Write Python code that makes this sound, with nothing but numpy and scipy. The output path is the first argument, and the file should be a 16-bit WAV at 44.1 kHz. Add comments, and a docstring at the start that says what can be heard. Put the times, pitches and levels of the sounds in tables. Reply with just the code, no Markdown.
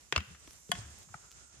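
"""Insects buzz over quiet air in an earth pen by a wood, and dry stalks crackle underfoot.
Almost at once two goats, a little to the left, knock horns in a quick cluster: each blow is a hard
click with a short hollow ring and a faint echo from the trees. Hooves thud and scuff, and a far
insect starts to chirp. The horns meet again at 0.7 s, a hoof drags through the dirt, and after a
lighter knock at 1.1 s a faint far tone comes up."""
import sys
import numpy as np
from scipy import signal
from scipy.fft import rfft, irfft
from scipy.io import wavfile
from scipy.ndimage import uniform_filter1d

SR = 44100
rng = np.random.default_rng(int(sys.argv[2]) if len(sys.argv) > 2 else 0)


def generate_wav(signal):
    """Clip the signal to [-1, 1] and save it as 16-bit WAV at the path in sys.argv[1]."""
    frames = np.transpose(np.atleast_2d(signal))
    scaled = np.clip(frames, -1, 1) * 32767
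    pcm = np.round(scaled).astype(np.int16)
    wavfile.write(sys.argv[1], SR, pcm)


N = 70560
T = np.arange(N) / SR
FREQ = np.maximum(np.fft.rfftfreq(2 * N, 1 / SR), 1)

# which side the wood and the background are heard from: f/Hz, left minus right/dB
SURROUND_BALANCE = [(100, -1), (700, 0), (1500, 1), (3000, 2), (4500, -8), (7000, -6.5), (10000, -0.5),
                    (14000, -3.5)]


def amp(db):
    """Turn decibels into a number to multiply by."""
    return 10 ** (np.asarray(db) / 20)


def curve(points):
    """Join (f/Hz, value) points into a line over all frequencies."""
    hz, values = np.array(points, float).T
    return np.interp(np.log(FREQ), np.log(hz), values)


def timeline(points):
    """Join (t/s, value) points into a line over time."""
    return np.interp(T, *np.array(points).T)


def colour(x, db):
    """Turn each frequency up or down by its dB, without smearing sound back in time."""
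    cepstrum = irfft(np.log(amp(db)))
    cepstrum[1:N] *= 2
    cepstrum[N + 1:] = 0
    return irfft(rfft(x, 2 * N) * np.exp(rfft(cepstrum)))[..., :N]


def band(hz, width_hz):
    """Noise around one pitch, with a typical size of 1."""
    spectrum = rfft(rng.standard_normal(2 * N))
    x = irfft(spectrum / (1 + ((FREQ - hz * hz / FREQ) / width_hz) ** 2))[:N]
    return x / x.std()


def wander(per_s):
    """Glide between random values, roughly 1 in size."""
    hold = int(SR / per_s)
    steps = np.repeat(rng.standard_normal(N // hold + 1), hold)
    return np.sqrt(2) * uniform_filter1d(steps, hold)[:N]


def fade(start, rise, t60):
    """Swell, then die away; t60 is the time in seconds to fall by 60 dB."""
    age = np.maximum(T - start, 0)
    return (1 - np.exp(-age / max(rise, 1e-5))) * np.exp(-np.log(1000) * age / t60)


def echoes(x, rise, t60):
    """A wash of many tiny echoes, different at each ear."""
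    tail = rng.standard_normal((2, N)) * fade(0, rise, t60)
    tail /= np.sqrt(np.sum(tail ** 2, axis=1, keepdims=True))
    return signal.fftconvolve(np.atleast_2d(x), tail, axes=1)[:, :N]


def lean(x, balance):
    """Make one ear louder than the other, frequency by frequency."""
    left, right = np.broadcast_to(x, (2, N))
    half_db = curve(balance) / 2
    return np.array([colour(left, half_db), colour(right, -half_db)])


def at_goats(x):
    """The goats stand to the left, so the right ear hears them later and weaker."""
    # louder on the left: f/Hz, left minus right/dB
    balance = [(100, .5), (400, 6), (800, 7), (1500, 4), (3000, 4), (4500, 4), (7000, 0), (12000, 1.5)]
    # how far the right ear's wave trails: f/Hz, lag/rad
    lag = [(20, 0.5), (120, -0.05), (500, 0.75), (2070, 1.26), (4570, 1.85), (5600, 3), (6460, 3.95),
           (6800, 0.96), (8010, 4.5), (9300, 4.5), (11300, 5.5), (13300, 7.5), (14400, 10), (16000, 8)]
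    left, right = lean(x, balance)
    late_right = irfft(rfft(right, 2 * N) * np.exp(-1j * curve(lag)))[:N]
    return np.array([left, late_right])


def air():
    """Low rumble, the hiss of distant insects and, near the end, a faint far tone."""
    # shape of the rumble and hiss: f/Hz, relative level/dB
    shape = [(25, -83.5), (60, -49.5), (120, -59.5), (250, -65), (600, -69), (1400, -70.5), (3000, -72.5),
             (4500, -74), (6000, -69.5), (7200, -70.5), (8400, -71), (9500, -78.5), (13000, -95),
             (14500, -112), (16000, -105)]
    # stereo width: f/Hz, side minus middle/dB
    width = [(50, -4), (200, -4), (800, 0.5), (6000, 1.5), (14000, 1.5)]
    # swell of the far tone: t/s, level/dB
    far_swell = [(0, -106), (1.1, -100), (1.23, -65), (1.33, -72), (1.42, -67), (1.6, -74.5)]
    middle, side = colour(rng.standard_normal((2, N)), curve(shape) + 8.5)
    side = colour(side, curve(width))
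    waver_db = 3.5 * wander(per_s=17.13)
    bed = np.array([middle + side, middle - side]) * amp(waver_db)
    far_tone = np.array([band(hz=1383, width_hz=150) for _ in range(2)])
    return bed + far_tone * amp(timeline(far_swell))


def insect_buzz():
    """A thin buzz: evenly spaced high tones waver in pitch together, and each swells and fades."""
    # one row per tone, lowest first: early level/dB, late level/dB
    tones = [(-86, -78), (-73.5, -77.5), (-79, -80), (-75, -71), (-80, -71), (-72.5, -73), (-77, -71.5),
             (-79, -78), (-85, -82), (-79, -77), (-85, -83)]
    # glide from early to late levels: start t/s, end t/s
    glide = [.4, .9]
    lowest_hz, spacing_hz, jitter_hz, waver_db = 5285, 364.6, 3, 2
    out = np.zeros((2, N))
    drift = np.cumsum(jitter_hz * wander(per_s=30.5)) / SR
    for k, levels in enumerate(tones):
        db = np.interp(T, glide, levels)
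        cycles = (lowest_hz + k * spacing_hz) * T + drift
        for ear in out:
            gain = np.sqrt(2) * amp(db + waver_db * wander(per_s=2.85))
            offset = .55 * rng.random()  # the tones stay partly in step, so the buzz pulses
            ear += gain * np.sin(2 * np.pi * (cycles + offset))
    return out


def stalk_rustle():
    """Dry stalks give a soft high rustle as the goats shift their feet."""
    # swell of the rustle: t/s, level/dB
    swell = [(0, -78), (.47, -78), (.53, -69.5), (.68, -73.5), (1.0, -78), (1.3, -80), (1.6, -99)]
    return band(hz=10800, width_hz=4400) * amp(timeline(swell) + 1.8 * wander(per_s=150))


def dry_litter():
    """Hooves scuff through dry stalks and grit, over a thin crackle."""
    # hoof scuffs: t/s, level/dB, centre f/Hz, t60/s
    scuffs = [(0.154, -42.5, 1080, 0.073), (0.301, -60, 2480, 0.054), (0.346, -53, 1476, 0.063),
              (0.477, -52, 725, 0.026), (0.57, -73, 1200, 0.014), (0.752, -43.5, 1820, 0.061),
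              (0.985, -58.5, 8300, 0.12), (1.087, -58, 1000, 0.052), (1.233, -63.5, 790, 0.18)]
    snaps_per_s, spread_db, crackle_db = 94, 3.5, -72.5
    scuffing = np.zeros((2, N))
    for start, db, hz, t60 in scuffs:
        scuffing += amp(db) * fade(start, 0.00021, t60) * band(hz, 1.54 * hz)
    snaps = rng.random((2, N)) < snaps_per_s / SR
    strength = amp(spread_db * rng.exponential(size=(2, N)).clip(0, 3))
    grain = band(hz=7000, width_hz=7000) * fade(0, rise=.0001, t60=0.012)
    crackle = signal.fftconvolve(snaps * strength, grain[None], axes=1)[:, :N]
    return at_goats(scuffing) + amp(crackle_db) * crackle / crackle.std()


def stalk_snaps():
    """A stalk breaks underfoot with one sharp click and splinters for a moment."""
    # breaking stalks: t/s, relative level/dB, f/Hz
    snaps = [(.01, -52, 5460), (.4752, -42.5, 3100), (0.5088, -42, 5560), (.5192, -53, 8000),
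             (.5323, -44.5, 8400), (0.692, -47, 3000), (1.03, -47, 4970), (1.31, -50, 4000),
             (1.3160, -42, 5400), (1.3256, -47, 5000)]
    out = np.zeros(N)
    for start, db, hz in snaps:
        click = amp(6) * fade(start, rise=0, t60=.0012) * np.sin(2 * np.pi * hz * (T - start))
        splinters = amp(-6) * fade(start, rise=0, t60=.01) * band(hz, 2 * hz)
        out += amp(db) * (click + splinters)
    return out


def ring(notes, pitch, length):
    """Struck horn or bone rings with fading notes; horns that stay pressed together ring shorter."""
    t = T[:N // 8]
    out = np.zeros(N)
    for k, (hz, db, t60) in enumerate(notes):
        decay = np.exp(-np.log(1000) * t / (t60 * length))
        out[:len(t)] += (-1) ** k * amp(db) * np.sin(2 * np.pi * hz * pitch * t) * decay
    return out


def horn_blows():
    """Each blow clicks and rings skull and horns; where they meet sets the tone. 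Pen and wood echo."""
    # blows: t/s, level/dB, skull/dB, horn bases/dB, horn shafts/dB, pitch ratio, ring length ratio,
    # grinding/dB, hollow note f/Hz, its boost/dB, echo/dB, then one boost/dB for each of tone_hz
    blows = [(0.125, -1.5, -6.5, -14, -19, 0.98, 0.78, -5.5, 1320, 3.2, 1.5, 5, -1, 4, 1.5, -2.5, -14.5),
             (0.1621, 2, -3, -6, -27, 0.92, 0.63, -1, 2710, 5.3, 0.5, -2, -1.5, -2.5, 2, -6, -20.5),
             (0.178, -9, -11, -4.5, -35, 1.05, 0.91, 1, 1520, 8.4, -3.5, 1, -5, 5.5, -0.5, -1.5, -8.5),
             (0.205, -20.5, -20, -28, -19, 0.64, 1.1, -1.5, 2200, 2, -8, -26, -6, -0.5, 7.5, -14, -8),
             (0.7171, -6.5, -16, -10, 3, 0.995, 0.75, -0.5, 1760, 3.3, 0, -11, -1, -3, 3, 0, 5.5),
             (1.1417, -18.5, -15, 0.5, -33, 0.901, 0.96, -8, 1280, 8.5, 1.5, 0, 0.5, 0, -16.5, -18, -13)]
    # where a blow's tone is set: f/Hz
    tone_hz = [400, 850, 1600, 3300, 6500, 11000]
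    # notes of the skull, thick horn bases and slim shafts, before each blow scales them:
    # f/Hz, level/dB, t60/s
    skull = [(394, -7.5, 0.03), (542, -5, 0.028)]
    bases = [(800, -4.5, 0.026), (978, -8, 0.021), (1347, 1.5, 0.014), (1517, 2, 0.01), (2188, -3.5, 0.037),
             (2540, -2.5, 0.023), (3470, -31, 0.012), (4730, -1, 0.017), (6560, -23, 0.012)]
    shafts = [(713, -4.5, 0.082), (1090, -16, 0.11), (1505, -5, 0.047), (1755, -4, 0.049),
              (2120, -8, 0.044), (2970, -9.5, 0.049), (3390, 2.5, 0.018), (4710, -5, 0.01),
              (7430, 1, 0.0065), (9200, -5, 0.013)]
    # tone of the click, the close echoes and the pen and wood echoes: f/Hz, relative level/dB
    click_shape = [(150, -80), (500, -2), (1200, 2.5), (3000, 0.5), (4200, -4.5), (7000, -2), (12000, -13),
                   (16000, -19.5)]
    close_shape = [(200, 6), (3000, 0), (6000, -2), (12000, -1.5)]
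    far_shape = [(100, -1.5), (500, 0), (1500, 0.5), (3000, -1.5), (7000, -7), (14000, -21)]
    ring_db, hollow_width_hz = -21.5, 132
    click = amp(2) * colour(signal.unit_impulse(N), curve(click_shape))
    direct, far, close = np.zeros(N), np.zeros(N), np.zeros((2, N))
    for (start, db, skull_db, base_db, shaft_db, pitch, length,
         grind_db, hollow_hz, hollow_db, echo_db, *tone_db) in blows:
        parts = [(skull_db, skull), (base_db, bases), (shaft_db, shafts)]
        ringing = sum(amp(part_db) * ring(notes, pitch, length) for part_db, notes in parts)
        # the horn's wall adds a hollow note right where it is hit
        hollow = hollow_db / (1 + ((FREQ - hollow_hz) / hollow_width_hz) ** 2)
        tone = curve(list(zip(tone_hz, tone_db))) + hollow
        # the horns' ridges grind past each other
        grinding = amp(grind_db) * echoes(click, rise=0.00042, t60=0.011)[0]
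        blow = amp(db) * colour(click + grinding + amp(ring_db) * ringing, tone)
        i = int(start * SR)
        direct[i:] += blow[:N - i]
        far[i:] += amp(echo_db) * blow[:N - i]
        close[:, i:] += echoes(blow, rise=0.00043, t60=0.026)[:, :N - i]
    bounce = amp(-5) * colour(at_goats(close), curve(close_shape))  # off the ground and the bodies
    pen = amp(-12) * echoes(far, rise=0.0037, t60=0.2)
    wood = amp(-19) * echoes(far, rise=0.15, t60=0.5)
    tail = colour(pen + lean(wood, SURROUND_BALANCE), curve(far_shape))
    return at_goats(direct) + bounce + tail


def hoof_thuds():
    """The earth booms briefly under each stamp, with a little dull grit."""
    # hooves and weight landing: t/s, level/dB, f/Hz, rise/s, t60/s
    thuds = [(0.125, -38.5, 145, 0.0084, 0.12), (0.1715, -18, 78.6, 0.011, 0.096),
             (0.212, -45.5, 197, 0.0046, 0.12), (.272, -39.5, 122, 0.018, 0.12),
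             (.305, -45, 170.6, 0.0026, 0.079), (0.314, -48.5, 72, 0.0025, 0.22),
             (.476, -40.5, 313, 0.0017, 0.026), (0.484, -49, 60.3, 0.0027, 0.076),
             (0.6921, -37, 423, 0.0027, 0.038), (0.696, -31, 182, 0.0033, 0.044),
             (0.733, -37.5, 180, 0.0024, 0.1), (0.787, -39.5, 108, 0.0016, 0.22),
             (0.831, -41.5, 73.8, 0.02, 0.42), (1.07, -53, 158, 0.0054, 0.11),
             (1.103, -39, 95.4, 0.0098, 0.08), (1.148, -39.5, 149.5, 0.0025, 0.049),
             (1.397, -62.5, 66.6, 0.039, 0.89), (1.538, -56.5, 340, 0.0063, 0.061),
             (1.568, -47, 134, 0.018, 0.1)]
    out = np.zeros(N)
    grit = amp(-14.5) * band(hz=138, width_hz=138)
    for start, db, hz, rise, t60 in thuds:
        boom = np.sin(2 * np.pi * hz * (T - start))
        out += amp(db) * fade(start, rise, t60) * (boom + grit)
    return at_goats(out)


def insect_chirps():
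    """A far insect rasps in short, high swells."""
    # chirps: middle t/s, level/dB
    chirps = [(0.421, -66.5), (.95, -69), (1.2, -71), (1.46, -62)]
    half_length_s = .04
    swell = sum(amp(db) * np.exp(-((T - middle) / half_length_s) ** 2) for middle, db in chirps)
    return swell * np.array([band(hz=8200, width_hz=500) for _ in range(2)])


def hoof_drag():
    """A hoof scrapes through the dirt as the goats push against each other."""
    level_db, rough_db = -52, 2
    grain = amp(level_db + rough_db * wander(per_s=121.85))
    scrape = band(hz=1550, width_hz=1550) * grain
    return at_goats(scrape * fade(start=0.802, rise=0.028, t60=0.34))


def scene():
    """The goats over the outdoor background, whose insects are mostly on the right."""
    # gentle rise and fall of the background: t/s, level/dB
    swell = [(0, -4), (.4, -0.5), (.65, 3.5), (1.0, 0), (1.35, 0.5), (1.6, -3)]
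    background = (air() + insect_buzz() + insect_chirps()) * amp(timeline(swell))
    goats = horn_blows() + hoof_thuds() + dry_litter() + stalk_snaps() + hoof_drag() + stalk_rustle()
    return goats + lean(background, SURROUND_BALANCE)


def record(dry):
    """Thin the deepest bass, soften the highest treble and cut off what lies above it."""
    low_cut_hz, soften_hz, top_hz = 13, 14300, 15800
    x = signal.sosfilt(signal.butter(2, low_cut_hz, "high", fs=SR, output="sos"), dry)
    x = signal.sosfilt(signal.butter(6, soften_hz, fs=SR, output="sos"), x)
    return signal.sosfilt(signal.ellip(8, .2, 70, top_hz, fs=SR, output="sos"), x)


dry = scene()
out = record(dry)
generate_wav(out)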